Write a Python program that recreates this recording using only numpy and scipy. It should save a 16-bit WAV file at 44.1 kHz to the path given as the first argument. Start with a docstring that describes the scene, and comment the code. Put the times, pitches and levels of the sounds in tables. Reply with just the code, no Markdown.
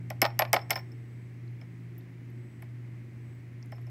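"""Glass test tube shaken in a plastic rack

Strokes up and down: the first hit the rack, later ones only graze it. Mains hum and ventilation fill the lab.
Glass: noise crack plus damped bending modes. Rack: spreading noise clack plus modes, then rattles on the bench.
Bench: low modes. Grazes: narrow noise ticks. Room: decaying noise tail. Background: sines and coloured noise."""
import sys
import numpy as np
from scipy import signal
from scipy.fft import rfft, irfft, next_fast_len
from scipy.io import wavfile
from scipy.ndimage import uniform_filter1d, map_coordinates

SR = 44100
rng = np.random.default_rng(int(sys.argv[2]) if len(sys.argv) > 2 else 0)


def wrap_up_sound(samples):
    """Save the sound to the file named by the first command line argument, as 16-bit audio."""
    columns = np.atleast_2d(samples).T
    # keep every value between -1 and 1, then stretch to whole-number steps
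    tamed = np.clip(columns, -1, 1)
    steps = np.round(tamed * 32767).astype(np.int16)
    wavfile.write(sys.argv[1], SR, steps)


N = 171990  # samples


def amp(db):
    """Decibels to gain."""
    return 10 ** (np.asarray(db) / 20)


def along(points, hz):
    """(f/Hz, value) points interpolated on a log frequency axis."""
    f, v = np.transpose(points)
    return np.interp(np.log(hz + 1), np.log(f + 1), v)


def below(hz, edge_hz):
    """Soft step: near 1 well under the edge, 1/2 at it, near 0 well over it."""
    return 1 / (1 + (hz / edge_hz) ** 4)


def filtered(x, response):
    """Multiply the spectrum of x by a response of frequency."""
    m = next_fast_len(len(x) + 8192)
    hz = np.fft.rfftfreq(m, 1 / SR)
    return irfft(rfft(x, m) * response(hz), m)[:len(x)]


def coloured(x, gain_db):
    """Causal minimum-phase filter with a gain in dB as a function of frequency."""
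    m = 2 * len(x)
    cepstrum = irfft(np.log(amp(gain_db(np.fft.rfftfreq(m, 1 / SR)))))
    # fold the cepstrum onto positive time
    cepstrum[1:m // 2] *= 2
    cepstrum[m // 2 + 1:] = 0
    return irfft(rfft(x, m) * np.exp(rfft(cepstrum)))[:len(x)]


def evened(x, size=400):
    """Flatten the broad chance peaks of a noise burst's spectrum."""
    z = rfft(x, 2 * len(x))
    power = np.abs(uniform_filter1d(np.abs(z) ** 2, 2 * size))
    return irfft(z / np.sqrt(power + 1e-12))[:len(x)]


def hit_time():
    """Time axis of one contact, s."""
    return np.arange(16384) / SR


def blow(x):
    """Scale to the energy of 24 ms at unit RMS."""
    return x * np.sqrt(.024 * SR / (np.sum(x ** 2) + 1e-20))


def dying(t60s, order=128):
    """Noise in which each frequency decays at its own rate; t60s: f/Hz, t60/s."""
    t = hit_time()
    hz, s, z = signal.stft(rng.standard_normal(len(t)), SR, nperseg=order)
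    decay = amp(-60 * s / along(t60s, hz)[:, None])
    noise = signal.istft(z * decay, SR, nperseg=order)[1]
    return evened(noise[:len(t)], size=160)


def wobble(rate, size=N):
    """Smooth random curve, rate knots/s."""
    knots = rng.standard_normal(256)
    return map_coordinates(knots, [np.arange(size) * rate / SR], mode="mirror")


def add(track, s, sound):
    """Mix a sound in at s seconds."""
    part = track[round(s * SR):][:len(sound)]
    part += sound[:len(part)]


RISE_CYCLES, SCATTER_DB = 2, 1  # build-up time constant; level spread of a mode per blow


def ring(modes, delay=lambda hz: 0, tilt_db=lambda hz: 0, length=1):
    """Damped modes building up over a few cycles, level and phase random at each blow."""
    out = 0
    draws = rng.standard_normal((len(modes), 2))
    for (hz, db, t60), (size, phase) in zip(modes, draws):
        t = np.maximum(hit_time() - delay(hz), 0)
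        decay = amp(-60 * t / (t60 * length))
        rise = 1 - np.exp(-t * hz / RISE_CYCLES)
        wave = np.sin(2 * np.pi * (hz * t + phase)) * decay * rise
        out = out + amp(db + SCATTER_DB * size + tilt_db(hz)) * blow(wave)
    return out


# tube meets rack: t/s, crack level/dB, rack level/dB, low body boost/dB,
# low, high and top glass ring level/dB, ring t60 factor/x
TUBE_STRIKES = [(0.1023, -49.5, -42, 3, -82, -61.5, -86, 1),
                (0.2173, -28.5, -23.5, -0.5, -40.5, -36, -54, 0.84),
                (0.3914, -32, -26.5, -3, -55, -37, -56, 1.2),
                (.5306, -27.5, -23.5, -1, -43, -36.5, -57, .7),
                (0.5408, -38, -31.5, -1.5, -54, -56, -61, .7), (0.6966, -75, -49.5, 7, -65, -82, -73, 1.3),
                (0.7057, -31, -26.5, -6.5, -36, -38.5, -45, 0.66),
                (0.7565, -57, -35.5, -4, -40.5, -79, -55, 0.85),
                (0.7898, -66.5, -51, -13, -66, -86, -68, 0.94),
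                (.9185, -80, -70.5, 4, -68, -87.5, -80.5, 0.41),
                (1.6130, -80, -58.5, -1.5, -73.5, -97, -97, 0.55),
                (1.9804, -84, -75, 5, -93.5, -69.5, -85, 1.2),
                (2.6213, -81, -53.5, -5.5, -90, -73, -79, 0.96),
                (3.7201, -69, -53, 3, -68.5, -82, -85, 1.3), (3.8680, -73, -66, 3, -76, -83, -88, 1)]


def strikes():
    """Each strike: hard crack, clack spreading through the rack, ring of the glass."""
    out = np.zeros(N)
    for s, crack_db, rack_db, body_db, *rings_db, length in TUBE_STRIKES:
        sound = amp(crack_db) * crack() + amp(rack_db) * rack(body_db)
        add(out, s, sound + glass(rings_db, length))
    return out


# spectrum of the glass contact noise: f/Hz, level/dB
CRACK_COLOUR = [(60, -43.5), (400, -16), (1400, 0), (3000, 1), (4200, -7.5), (5350, 11), (6700, -4.5),
                (7900, 2.5), (10200, -7), (11200, 0.5), (12400, -8.5), (13400, 5), (16000, -7.5)]
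CRACK_T60_S, CRACK_RISE_S = .0055, .0003


def crack():
    """Hard glass contact: a noise burst with fast rise and decay."""
    t = hit_time()
    envelope = amp(-60 * t / CRACK_T60_S) * (1 - np.exp(-t / CRACK_RISE_S))
    burst = evened(rng.standard_normal(len(t)) * envelope)
    return blow(coloured(burst, lambda hz: along(CRACK_COLOUR, hz)))


TRAVEL_S = .003  # bending-wave delay near 1 kHz


def travel(hz):
    """Delay of a bending wave through the plastic, s: higher frequencies arrive sooner."""
    return TRAVEL_S * np.sqrt(1000 / (hz + 50))


# modes of the plastic rack: f/Hz, level/dB, t60/s
RACK_MODES = [(543, -11, 0.091), (607.6, -9.5, 0.079), (657.3, -6, 0.065), (719, -10.5, .06),
              (767, -5.5, 0.047), (811.5, -6.5, .06), (862, -10, .075), (1038, -10, 0.061),
              (1424, -16, 0.11), (1800, -8, .04), (1935, -13, 0.042), (2261, -5, 0.013),
              (2536, -19.5, 0.051), (2873, -19, 0.031), (3150, -21, 0.016)]
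# spectrum of the rack contact noise: f/Hz, level/dB
CLACK_COLOUR = [(40, -43.5), (150, -24), (300, -11.5), (430, -9), (700, 3.5), (1000, -4.5), (1300, -3),
                (1550, -5), (2200, 5), (2750, -19), (3100, -10.5), (4000, -21.5), (5200, -16), (6500, -30),
                (14000, -27.5)]
# decay of the rack contact noise: f/Hz, t60/s
CLACK_DECAY = [(300, 0.09), (800, 0.061), (2200, 0.023), (5000, 0.11), (14000, 0.027)]
CLACK_DB, MODES_DB, BODY_HZ = -3, -3, 1210


def rack(body_db):
    """Struck plastic: noise and modes dispersed by bending waves, low body boosted by body_db."""
    body = lambda hz: body_db * below(hz, BODY_HZ)
    # integrating the delay over frequency gives the phase
    spread = lambda hz: np.exp(-2j * np.pi * np.cumsum(travel(hz)) * hz[1])
    clack = blow(coloured(dying(CLACK_DECAY), lambda hz: along(CLACK_COLOUR, hz)))
    clack = filtered(clack, lambda hz: amp(body(hz)) * spread(hz))
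    return amp(CLACK_DB) * clack + amp(MODES_DB) * ring(RACK_MODES, travel, body)


# bending modes of the tube, three groups: f/Hz, level/dB, t60/s
LOW_MODES = [(5430, -9.5, 0.22), (5270, 2.5, 0.058)]
HIGH_MODES = [(11490, 0.0036, 0.066)]
TOP_MODES = [(13230, -8.5, .05), (14300, -2, .08), (14150, -10, .06), (14700, -3.5, .08)]
FLUTTER_DB, FLUTTER_KNOTS_PER_S = 3, 84


def glass(levels_db, length=1):
    """Three groups of tube modes, each wavering in level as the tube moves."""
    size = len(hit_time())
    out = np.zeros(size)
    for modes, db in zip((LOW_MODES, HIGH_MODES, TOP_MODES), levels_db):
        flutter_db = FLUTTER_DB * wobble(FLUTTER_KNOTS_PER_S, size)
        out += amp(db + flutter_db) * ring(modes, length=length)
    return out


# rack knocks on the bench: t/s, level/dB, treble boost/dB
RACK_RATTLES = [(.2293, -34, -0.5), (.2425, -31, -7), (.2492, -38, 3), (.2517, -27.5, 0), (.2622, -37, 3),
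                (0.303, -57, -2), (.4085, -33.5, -18.5), (0.4183, -34, -14.5), (.4212, -27.5, -2),
                (.4513, -44, 2), (.5408, -30.5, -0.5), (.5642, -27.5, -3.5), (0.5914, -47, -4),
                (.6170, -61, 1), (0.714, -42.5, 1.5), (.7288, -46, 13), (.7328, -43, 5), (.7757, -43.5, -5),
                (.9745, -90.5, -5.5), (3.782, -60.5, -12)]
# spectrum of the knock noise: f/Hz, level/dB
RATTLE_COLOUR = [(200, -24.5), (430, -11.5), (600, 1.5), (780, 3.5), (1000, -4), (1300, -1.5), (1550, -7.5),
                 (2100, -5.5), (2750, -9), (3700, -12.5), (5000, -12), (6200, -27.5), (11000, -39),
                 (16000, -38.5)]
# decay of the knock noise: f/Hz, t60/s
RATTLE_DECAY = [(300, .05), (800, 0.037), (2200, 0.018), (5000, 0.018), (14000, .012)]
RATTLE_DB, RATTLE_MODES_DB, TREBLE_HZ = -2, -8, 3000


def rattles():
    """The jolted rack drops back on the bench: decaying noise knocks plus rack modes."""
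    out = np.zeros(N)
    for s, db, treble_db in RACK_RATTLES:
        treble = lambda hz: treble_db * (1 - below(hz, TREBLE_HZ))
        knock = blow(coloured(dying(RATTLE_DECAY), lambda hz: along(RATTLE_COLOUR, hz) + treble(hz)))
        add(out, s, amp(db) * (amp(RATTLE_DB) * knock + amp(RATTLE_MODES_DB) * ring(RACK_MODES)))
    return out


# thumps of the hardest strikes: t/s, level/dB
BENCH_THUMPS = [(.2250, -33.5), (.5400, -37), (.7130, -49)]
# modes of the bench top: f/Hz, level/dB, t60/s
BENCH_MODES = [(233, -2, 0.031), (289, -3.5, 0.051), (353, 1.5, .05), (462.7, -0.5, 0.035)]


def thumps():
    """The bench top under the rack answers with low, short modes."""
    out = np.zeros(N)
    for s, db in BENCH_THUMPS:
        add(out, s, amp(db) * blow(ring(BENCH_MODES)))
    return out


# contacts that only set the glass singing: t/s, low, high and top ring level/dB
SOFT_TOUCHES = [(.2500, -43.5, -78, -56), (0.476, -69, -85, -74), (0.557, -45, -75, -66),
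                (0.612, -56.5, -81, -78), (.9740, -85, -90, -92), (3.7540, -72, -82, -88),
                (3.8130, -79, -77, -97)]


def touches(rise_s=.002):
    """Soft contacts swell the glass ring without a click."""
    out = np.zeros(N)
    for s, *rings_db in SOFT_TOUCHES:
        add(out, s, glass(rings_db) * (1 - np.exp(-hit_time() / rise_s)))
    return out


# glass brushing the rim of the hole: t/s, level/dB, centre f/Hz, width/octaves
RIM_GRAZES = [(1.4788, -74, 4280, 0.14), (1.9808, -62.5, 15170, 0.066), (2.0080, -75, 3960, 0.12),
              (2.302, -76.5, 11600, 0.038), (2.6220, -65.5, 10800, 0.25), (3.3510, -82, 14910, .06),
              (3.627, -63, 5390, 0.13), (3.659, -73, 9420, 0.6)]


def grazes(t60_s=0.012, rise_s=.0006):
    """Tube brushing past: tiny narrow-band noise ticks."""
    out, t = np.zeros(N), hit_time()
    envelope = amp(-60 * t / t60_s) * (1 - np.exp(-t / rise_s))
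    for s, db, centre_hz, width in RIM_GRAZES:
        band = lambda hz: np.exp(-.5 * (np.log2((hz + 1) / centre_hz) / width) ** 2)
        hiss = filtered(rng.standard_normal(len(t)), band)
        add(out, s, amp(db) * blow(hiss * envelope))
    return out


# decay of the room: f/Hz, t60/s
ROOM_DECAY = [(200, 0.31), (800, 0.23), (2200, 0.28), (6000, 0.16), (15000, 0.15)]
# spectrum of the room tail: f/Hz, level/dB
ROOM_TAIL_COLOUR = [(200, -12.5), (800, -13.5), (2200, -18), (6000, -26), (15000, -22), (16300, -39.5)]


def room(x, delay_s=.008):
    """Short lab reverberation: convolution with a delayed, decaying noise tail."""
    tail = dying(ROOM_DECAY)
    tail = coloured(tail / np.linalg.norm(tail), lambda hz: along(ROOM_TAIL_COLOUR, hz))
    return signal.fftconvolve(np.pad(x, (round(delay_s * SR), 0)), tail)[:N]


# mains hum before trim and waver: t/s, level/dB
HUM_LEVELS = [(0.0, -40), (0.03, -39.5), (0.38, -38), (0.42, -44), (0.5, -36.5), (0.57, -42), (1.39, -43.5),
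              (1.5, -39.5), (1.7, -44.5), (2.0, -42.5), (2.08, -47.5), (2.39, -40.5), (2.53, -46.5),
              (2.8, -39.5), (3.12, -44.5), (3.18, -42), (3.5, -44.5), (3.88, -39)]
HUM_HZ, HUM_TRIM_DB, HUM_WAVER_DB = 120.05, -0.5, -0.5


def mains_hum(t):
    """One sine whose level follows a curve plus a slight random waver."""
    level_db = np.interp(t, *np.transpose(HUM_LEVELS)) + HUM_TRIM_DB
    return amp(level_db + HUM_WAVER_DB * wobble(14)) * np.sin(2 * np.pi * HUM_HZ * t)


# fans and motors: f/Hz, mean level/dB
MACHINE_TONES = [(91.2, -67.5), (172, -61), (222, -63), (233, -69), (271, -69), (343, -70), (360.3, -68.5),
                 (443.5, -76.5), (8000, -88.5)]


def machine_tones(t, waver_db=4.5, drift_rad=.5):
    """Fans and motors: weak sines wavering in level and phase."""
    out = np.zeros(N)
    for hz, db in MACHINE_TONES:
        level = amp(db + waver_db * wobble(5.12))
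        out += level * np.sin(2 * np.pi * (hz * t + rng.random()) + drift_rad * wobble(5))
    return out


# ventilation spectrum, relative: f/Hz, level/dB
AIR_COLOUR = [(20, -52.5), (40, -28.5), (85, -17.5), (140, -12), (190, -20.5), (235, -17.5), (300, -17),
              (360, -19.5), (410, -27), (520, -32), (900, -37.5), (1440, -38.5), (2080, -30), (2600, -39.5),
              (3500, -48.5), (6000, -52), (9000, -57), (16000, -58.5)]
AIR_RMS_DB, AIR_TOP_HZ = -53.5, 15800


def ventilation():
    """Rush of air: steady coloured noise."""
    air = filtered(rng.standard_normal(N), lambda hz: amp(along(AIR_COLOUR, hz)) * (hz < AIR_TOP_HZ))
    return amp(AIR_RMS_DB) * air / air.std()


def background():
    """Hum, machine tones and ventilation; sqrt(2) turns the sines' levels into RMS."""
    t = np.arange(N) / SR
    return np.sqrt(2) * (mains_hum(t) + machine_tones(t)) + ventilation()


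def scene():
    """Tube and rack close by, in the humming room."""
    near = strikes() + rattles() + thumps() + touches() + grazes()
    return (near + room(near) + background())[None]


TOP_HZ = 16200


def record(dry):
    """Steep low-pass at the band limit."""
    low_pass = lambda hz: 1 / (1 + (hz / TOP_HZ) ** 110)
    return np.array([filtered(channel, low_pass) for channel in dry])


dry = scene()
out = record(dry)
wrap_up_sound(out)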